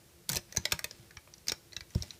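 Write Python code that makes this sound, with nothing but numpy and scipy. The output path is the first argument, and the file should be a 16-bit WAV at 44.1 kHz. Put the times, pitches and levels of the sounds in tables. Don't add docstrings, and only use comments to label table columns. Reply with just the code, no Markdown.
import sys
import numpy as np
from scipy import signal
from scipy.fft import rfft, irfft, next_fast_len
from scipy.io import wavfile

SR = 44100
rng = np.random.default_rng(int(sys.argv[2]) if len(sys.argv) > 2 else 0)


def generate_wav(sig):
    pcm = np.round(np.clip(np.atleast_2d(sig).T, -1, 1) * 32767).astype(np.int16)
    wavfile.write(sys.argv[1], SR, pcm)


N = 96623


def undb(db):
    return 10 ** (np.asarray(db) / 20)


def unit(x):
    return x / np.sqrt(np.sum(x ** 2) + 1e-20)


def unit_rms(x):
    return unit(x) * np.sqrt(len(x))


def fade(t, t60):
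    return np.exp(-np.log(1000) * t / t60)


def add(out, at, x):
    i = int(at * SR)
    out[i:i + len(x)] += x[:len(out) - i]


def colour(x, points):
    hz, db = np.array(points).T
    size = next_fast_len(2 * len(x))
    f = np.maximum(np.fft.rfftfreq(size, 1 / SR), 1)
    gain = undb(np.interp(np.log(f), np.log(hz), db))
    return irfft(rfft(x, size) * gain, size)[:len(x)]


def ring(t, hz, db, t60):
    return undb(db) * np.sin(2 * np.pi * hz * t) * fade(t, t60)


def push(t, ms):
    return np.sin(np.pi * np.minimum(t * 1000 / ms, 1))


def drive(force, response):
    return signal.fftconvolve(force, response)[:len(force)]


def room_tone():
    # frequency in Hz, relative noise density in dB.
    hiss_colour = [(25, -1), (60, 9.5), (125, 5), (175, 4), (240, -6), (430, -4), (1000, -13),
                   (2200, -13.5), (3300, -14), (5000, -13.5), (9000, -15.5), (15500, -18)]
    hiss_db, hum_db, hum_hz, waver_hz = -59.5, -70, 344.5, 7
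    hiss = unit_rms(colour(rng.standard_normal(N), hiss_colour))
    slow = signal.butter(2, waver_hz, fs=SR, output="sos")
    waver = unit_rms(signal.sosfilt(slow, rng.standard_normal(N) + 1j * rng.standard_normal(N)))
    tone = np.exp(2j * np.pi * hum_hz * np.arange(N) / SR)
    hum = unit_rms(np.real((1 + waver) * tone))
    return undb(hiss_db) * hiss + undb(hum_db) * hum


def room(direct):
    # frequency in Hz, gain of the reflections in dB.
    room_colour = [(60, -19), (300, -8), (700, 3), (1100, 2), (2000, -0.5), (4000, -4), (6000, -5),
                   (9000, -6), (15000, -4.5)]
    early_db, late_db, delay_s = -10, -19, 0.0036
    t = np.arange(SR // 2) / SR
    early = unit(rng.standard_normal(len(t)) * fade(t, t60=0.1))
    late = unit(rng.standard_normal(len(t)) * fade(t, t60=0.42))
    tail = colour(undb(early_db) * early + undb(late_db) * late, room_colour)
    out = direct.copy()
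    add(out, delay_s, drive(direct, tail))
    return out


def table_thumps():
    # start in seconds, push in ms, relative level in dB, tilt of the modes in dB per octave.
    pushes = [(0.367, 2.4, -32, 10), (0.5763, 2.3, -26, -1.5), (0.729, 5.25, -27.5, 10.5),
              (0.8438, 1.5, -44.5, -4), (1.172, 4.5, -42.5, -2), (1.525, .8, -43.5, -7),
              (1.77, 5, -41, -0.5), (1.812, 7.6, -40, -5), (1.9550, 3.9, -17, 1),
              (1.9570, 1.15, -28.5, 4.5), (2.004, 7.2, -26, -2), (2.033, 0.66, -48, 2)]
    # frequency in Hz, relative level in dB, T60 in seconds.
    table_modes = [(82, -2, 0.11), (117, 3.5, 0.065), (169.6, -0.5, 0.073), (210, -12, 0.096),
                   (356, -6, 0.074), (485, -8.5, 0.028)]
    pivot_hz = 150
    out, t = np.zeros(N), np.arange(SR // 4) / SR
    for at, ms, db, tilt in pushes:
        top = sum(ring(t, hz, mode_db + tilt * np.log2(hz / pivot_hz), t60)
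                  for hz, mode_db, t60 in table_modes)
        force = push(t, ms)
        add(out, at, undb(db) * drive(force / force.sum(), top) / 2)
    return out


def band_rubs():
    # start in seconds, length in seconds, level in dB, treble gain in dB.
    strokes = [(0.286, 0.1104, -43, 9), (0.481, 0.32, -56.5, -7), (0.635, 0.49, -63, 11),
               (1.471, 0.04, -47, 8), (1.891, 0.3, -58.5, 14)]
    # frequency in Hz, relative level of the rasp in dB.
    rasp_colour = [(200, 16), (600, 1), (1100, 2), (2300, 5), (5500, 1), (9000, -11.5), (15000, -25)]
    slips_per_s, spread_db, treble_hz = 3500, 3, 8000
    t = np.arange(N) / SR
    slipping = rng.random(N) < slips_per_s / SR
    slips = slipping * rng.standard_normal(N) * undb(spread_db * rng.standard_normal(N))
    rasp = unit_rms(colour(slips, rasp_colour))
    treble = signal.sosfiltfilt(signal.butter(2, treble_hz, "high", fs=SR, output="sos"), rasp)
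    out = np.zeros(N)
    for at, length, db, treble_db in strokes:
        progress = np.clip((t - at) / length, 0, 1)
        swell = np.sqrt(np.abs(np.sin(np.pi * progress)))
        out += undb(db) * swell * (rasp + (undb(treble_db) - 1) * treble)
    return out


def band_twangs():
    # start in seconds, opening pitch in Hz, level in dB.
    twangs = [(0.297, 173, -33), (0.316, 130, -33.5), (0.338, 131.5, -36), (0.356, 126.4, -31.5),
              (0.595, 192, -45), (0.743, 173, -40), (0.994, 132, -44.5)]
    attack_s, sag_octaves_per_s = 0.0034, 5.3
    out, t = np.zeros(N), np.arange(SR // 6) / SR
    envelope = (1 - np.exp(-t / attack_s)) * fade(t, t60=0.11)
    for at, hz, db in twangs:
        phase = 2 * np.pi * np.cumsum(hz * 2 ** (-sag_octaves_per_s * t)) / SR
        add(out, at, undb(db) * np.sin(phase) * envelope)
    return out


def loom_knocks():
    # start in seconds, pitch in Hz, level in dB.
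    knocks = [(0.5495, 606, -43), (0.654, 598, -37), (0.723, 594, -36.5), (0.843, 465, -41.5)]
    out, t = np.zeros(N), np.arange(SR // 8) / SR
    for at, hz, db in knocks:
        add(out, at, ring(t, hz, db, t60=0.051))
    return out


def loom_rattle(t, force):
    # frequency in Hz, relative level in dB, T60 in seconds.
    frame_modes = [(591.6, -4, 0.038), (872, -12.5, 0.055), (1090, -12.5, 0.023), (1274, -15.5, 0.035),
                   (1648, 2, 0.035), (2029, 7.5, 0.025), (2269, 9.5, 0.016), (2470, 7.5, 0.025),
                   (3760, 6.5, 0.015), (4145, 5, 0.035), (5010, 14.5, 0.009), (5400, 14, 0.016),
                   (5770, 7, 0.025), (6570, 8, 0.016)]
    # frequency in Hz, relative level of the crack in dB.
    crack_colour = [(300, -3.5), (800, -14), (1400, -2), (2300, -8.5), (3100, -3), (4200, 9.5), (6500, -1),
                    (8500, -5.5), (11000, -11), (14500, -7.5)]
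    chatter_db, snap_db, crack_db = -10, -9, -2
    detune, spread_db = 0.05, 3
    chatter, grain, level_draws, pitch_draws = rng.standard_normal((4, len(t)))
    release = signal.unit_impulse(len(t), np.argmax(force))
    modes = np.zeros(len(t))
    for k, (hz, db, t60) in enumerate(frame_modes):
        mode = ring(t, hz * (1 + detune * pitch_draws[k]), db + spread_db * level_draws[k], t60)
        modes += (-1) ** k * mode
    frame = drive(release + undb(chatter_db) * chatter * force, modes)
    crack = unit(grain * drive(force, fade(t, t60=0.018))) + undb(snap_db) * release
    return unit(frame) + undb(crack_db) * unit(colour(crack, crack_colour))


def peg_clicks():
    # start in seconds, contact in ms, ring pitch in Hz, ring level in dB (mostly the touched peg; #
    # the low 396 Hz ring is the loom's hollow underside), # then the rattle's level in dB in its hollow, body,
    # bright and top ranges.
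    slips = [ (0.2917, 0.66, 4440, -37.5, -46.5, -45, -32.5, -30.5),
             (0.2967, 2.46, 5920, -38, -49, -38, -30.5, -32),
             (0.3174, 1.7, 6400, -37, -75, -56, -40.5, -36.5),
             (0.3306, 1.93, 5730, -41, -52, -42, -36, -34.5), (0.347, 2.16, 6500, -42, -44, -51, -38, -38),
             (0.3571, 0.49, 6040, -54, -44.5, -47, -36, -34.5),
             (0.3641, 1.8, 4080, -35.5, -42.5, -63, -34, -39),
             (0.3686, 2.1, 5910, -33, -45, -38.5, -31.5, -36), (0.524, 1, 5840, -52, -57, -51, -45, -47.5),
             (0.5492, 0.68, 5800, -64, -67, -57, -63, -56),
             (0.5633, 0.73, 5930, -44, -46.5, -41.5, -40, -41),
             (0.5703, 1.71, 6090, -25, -39.5, -35.5, -29, -33),
             (0.653, 1.74, 3860, -37, -45.5, -31, -25.5, -39), (0.7109, 1.1, 4670, -58, -62, -50, -49, -57),
             (0.7198, 2.0, 2370, -35.5, -51, -32.5, -27, -31.5),
             (0.7227, 1.6, 1342, -38, -38.5, -35, -27.5, -31),
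             (0.7911, 1.2, 2060, -39.5, -52.5, -41.5, -36.5, -39),
             (0.842, 1.8, 1740, -42.5, -43.5, -36, -32.5, -35),
             (0.9094, 2.0, 5900, -50.5, -56, -54, -42.5, -60),
             (1.1074, 2.4, 1740, -52, -85, -53.5, -55.5, -63),
             (1.1686, 3.0, 1320, -54.5, -67, -44.5, -45, -68),
             (1.274, 1.61, 1080, -60, -59.5, -58.5, -79, -75),
             (1.3377, 1.37, 5780, -51.5, -89, -62.5, -51, -70),
             (1.3808, 0.62, 5750, -60, -75, -74, -60.5, -65), (1.4700, 1.06, 4760, -48, -58, -51, -63, -51),
             (1.4825, 1.6, 5060, -29.5, -61, -42.5, -29.5, -37),
             (1.49, 2.54, 4140, -60, -58, -44.5, -40, -44),
             (1.4950, 2.9, 3880, -39, -50.5, -44.5, -31.5, -49),
             (1.5184, 1.52, 396, -40.5, -46, -36.5, -29, -39.5),
             (1.7220, 1.18, 4000, -54.5, -81, -60, -65, -74),
             (1.73, 3.5, 4200, -50.5, -60, -53, -49.5, -61.5),
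             (1.7642, 3, 3900, -35, -56.5, -42, -37, -53.5),
             (1.8066, 1.74, 4430, -44, -66, -46, -44.5, -57), (1.9052, 1.3, 5950, -59, -81, -63, -64, -63),
             (1.9490, 1.5, 5440, -50, -47, -95, -45.5, -50.5),
             (2.0226, 1.6, 5590, -37.5, -56.5, -66, -38, -50),
             (2.0293, 3.9, 4260, -52, -50.5, -51.5, -67, -50),
             (2.1061, 1.4, 4010, -40.5, -81, -56, -45.5, -71)]
    edges_hz = [300, 950, 2900, 7300, 16000]
    click_s = 0.0072
    out, t = np.zeros(N), np.arange(SR // 16) / SR
    ranges = [signal.butter(3, pair, "band", fs=SR, output="sos")
              for pair in zip(edges_hz, edges_hz[1:])]
    for at, ms, ring_hz, ring_db, *range_dbs in slips:
        force = push(t, ms)
        rattle = loom_rattle(t, force)
        loom = sum(undb(db) * unit(signal.sosfilt(sos, rattle)) for sos, db in zip(ranges, range_dbs))
        peg = drive(force, fade(t, t60=0.007)) * np.sin(2 * np.pi * ring_hz * t)
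        add(out, at, (loom + undb(ring_db) * unit(peg)) * np.sqrt(click_s * SR))
    return out


def scene():
    handling = peg_clicks() + loom_knocks() + band_rubs()
    return (room(handling) + band_twangs() + table_thumps() + room_tone())[None]


def record(dry):
    low_cut_hz, top_hz = 56.6, 15200
    thin = signal.sosfilt(signal.butter(2, low_cut_hz, "high", fs=SR, output="sos"), dry)
    return signal.sosfilt(signal.ellip(8, .2, 70, top_hz, fs=SR, output="sos"), thin)


dry = scene()
out = record(dry)
generate_wav(out)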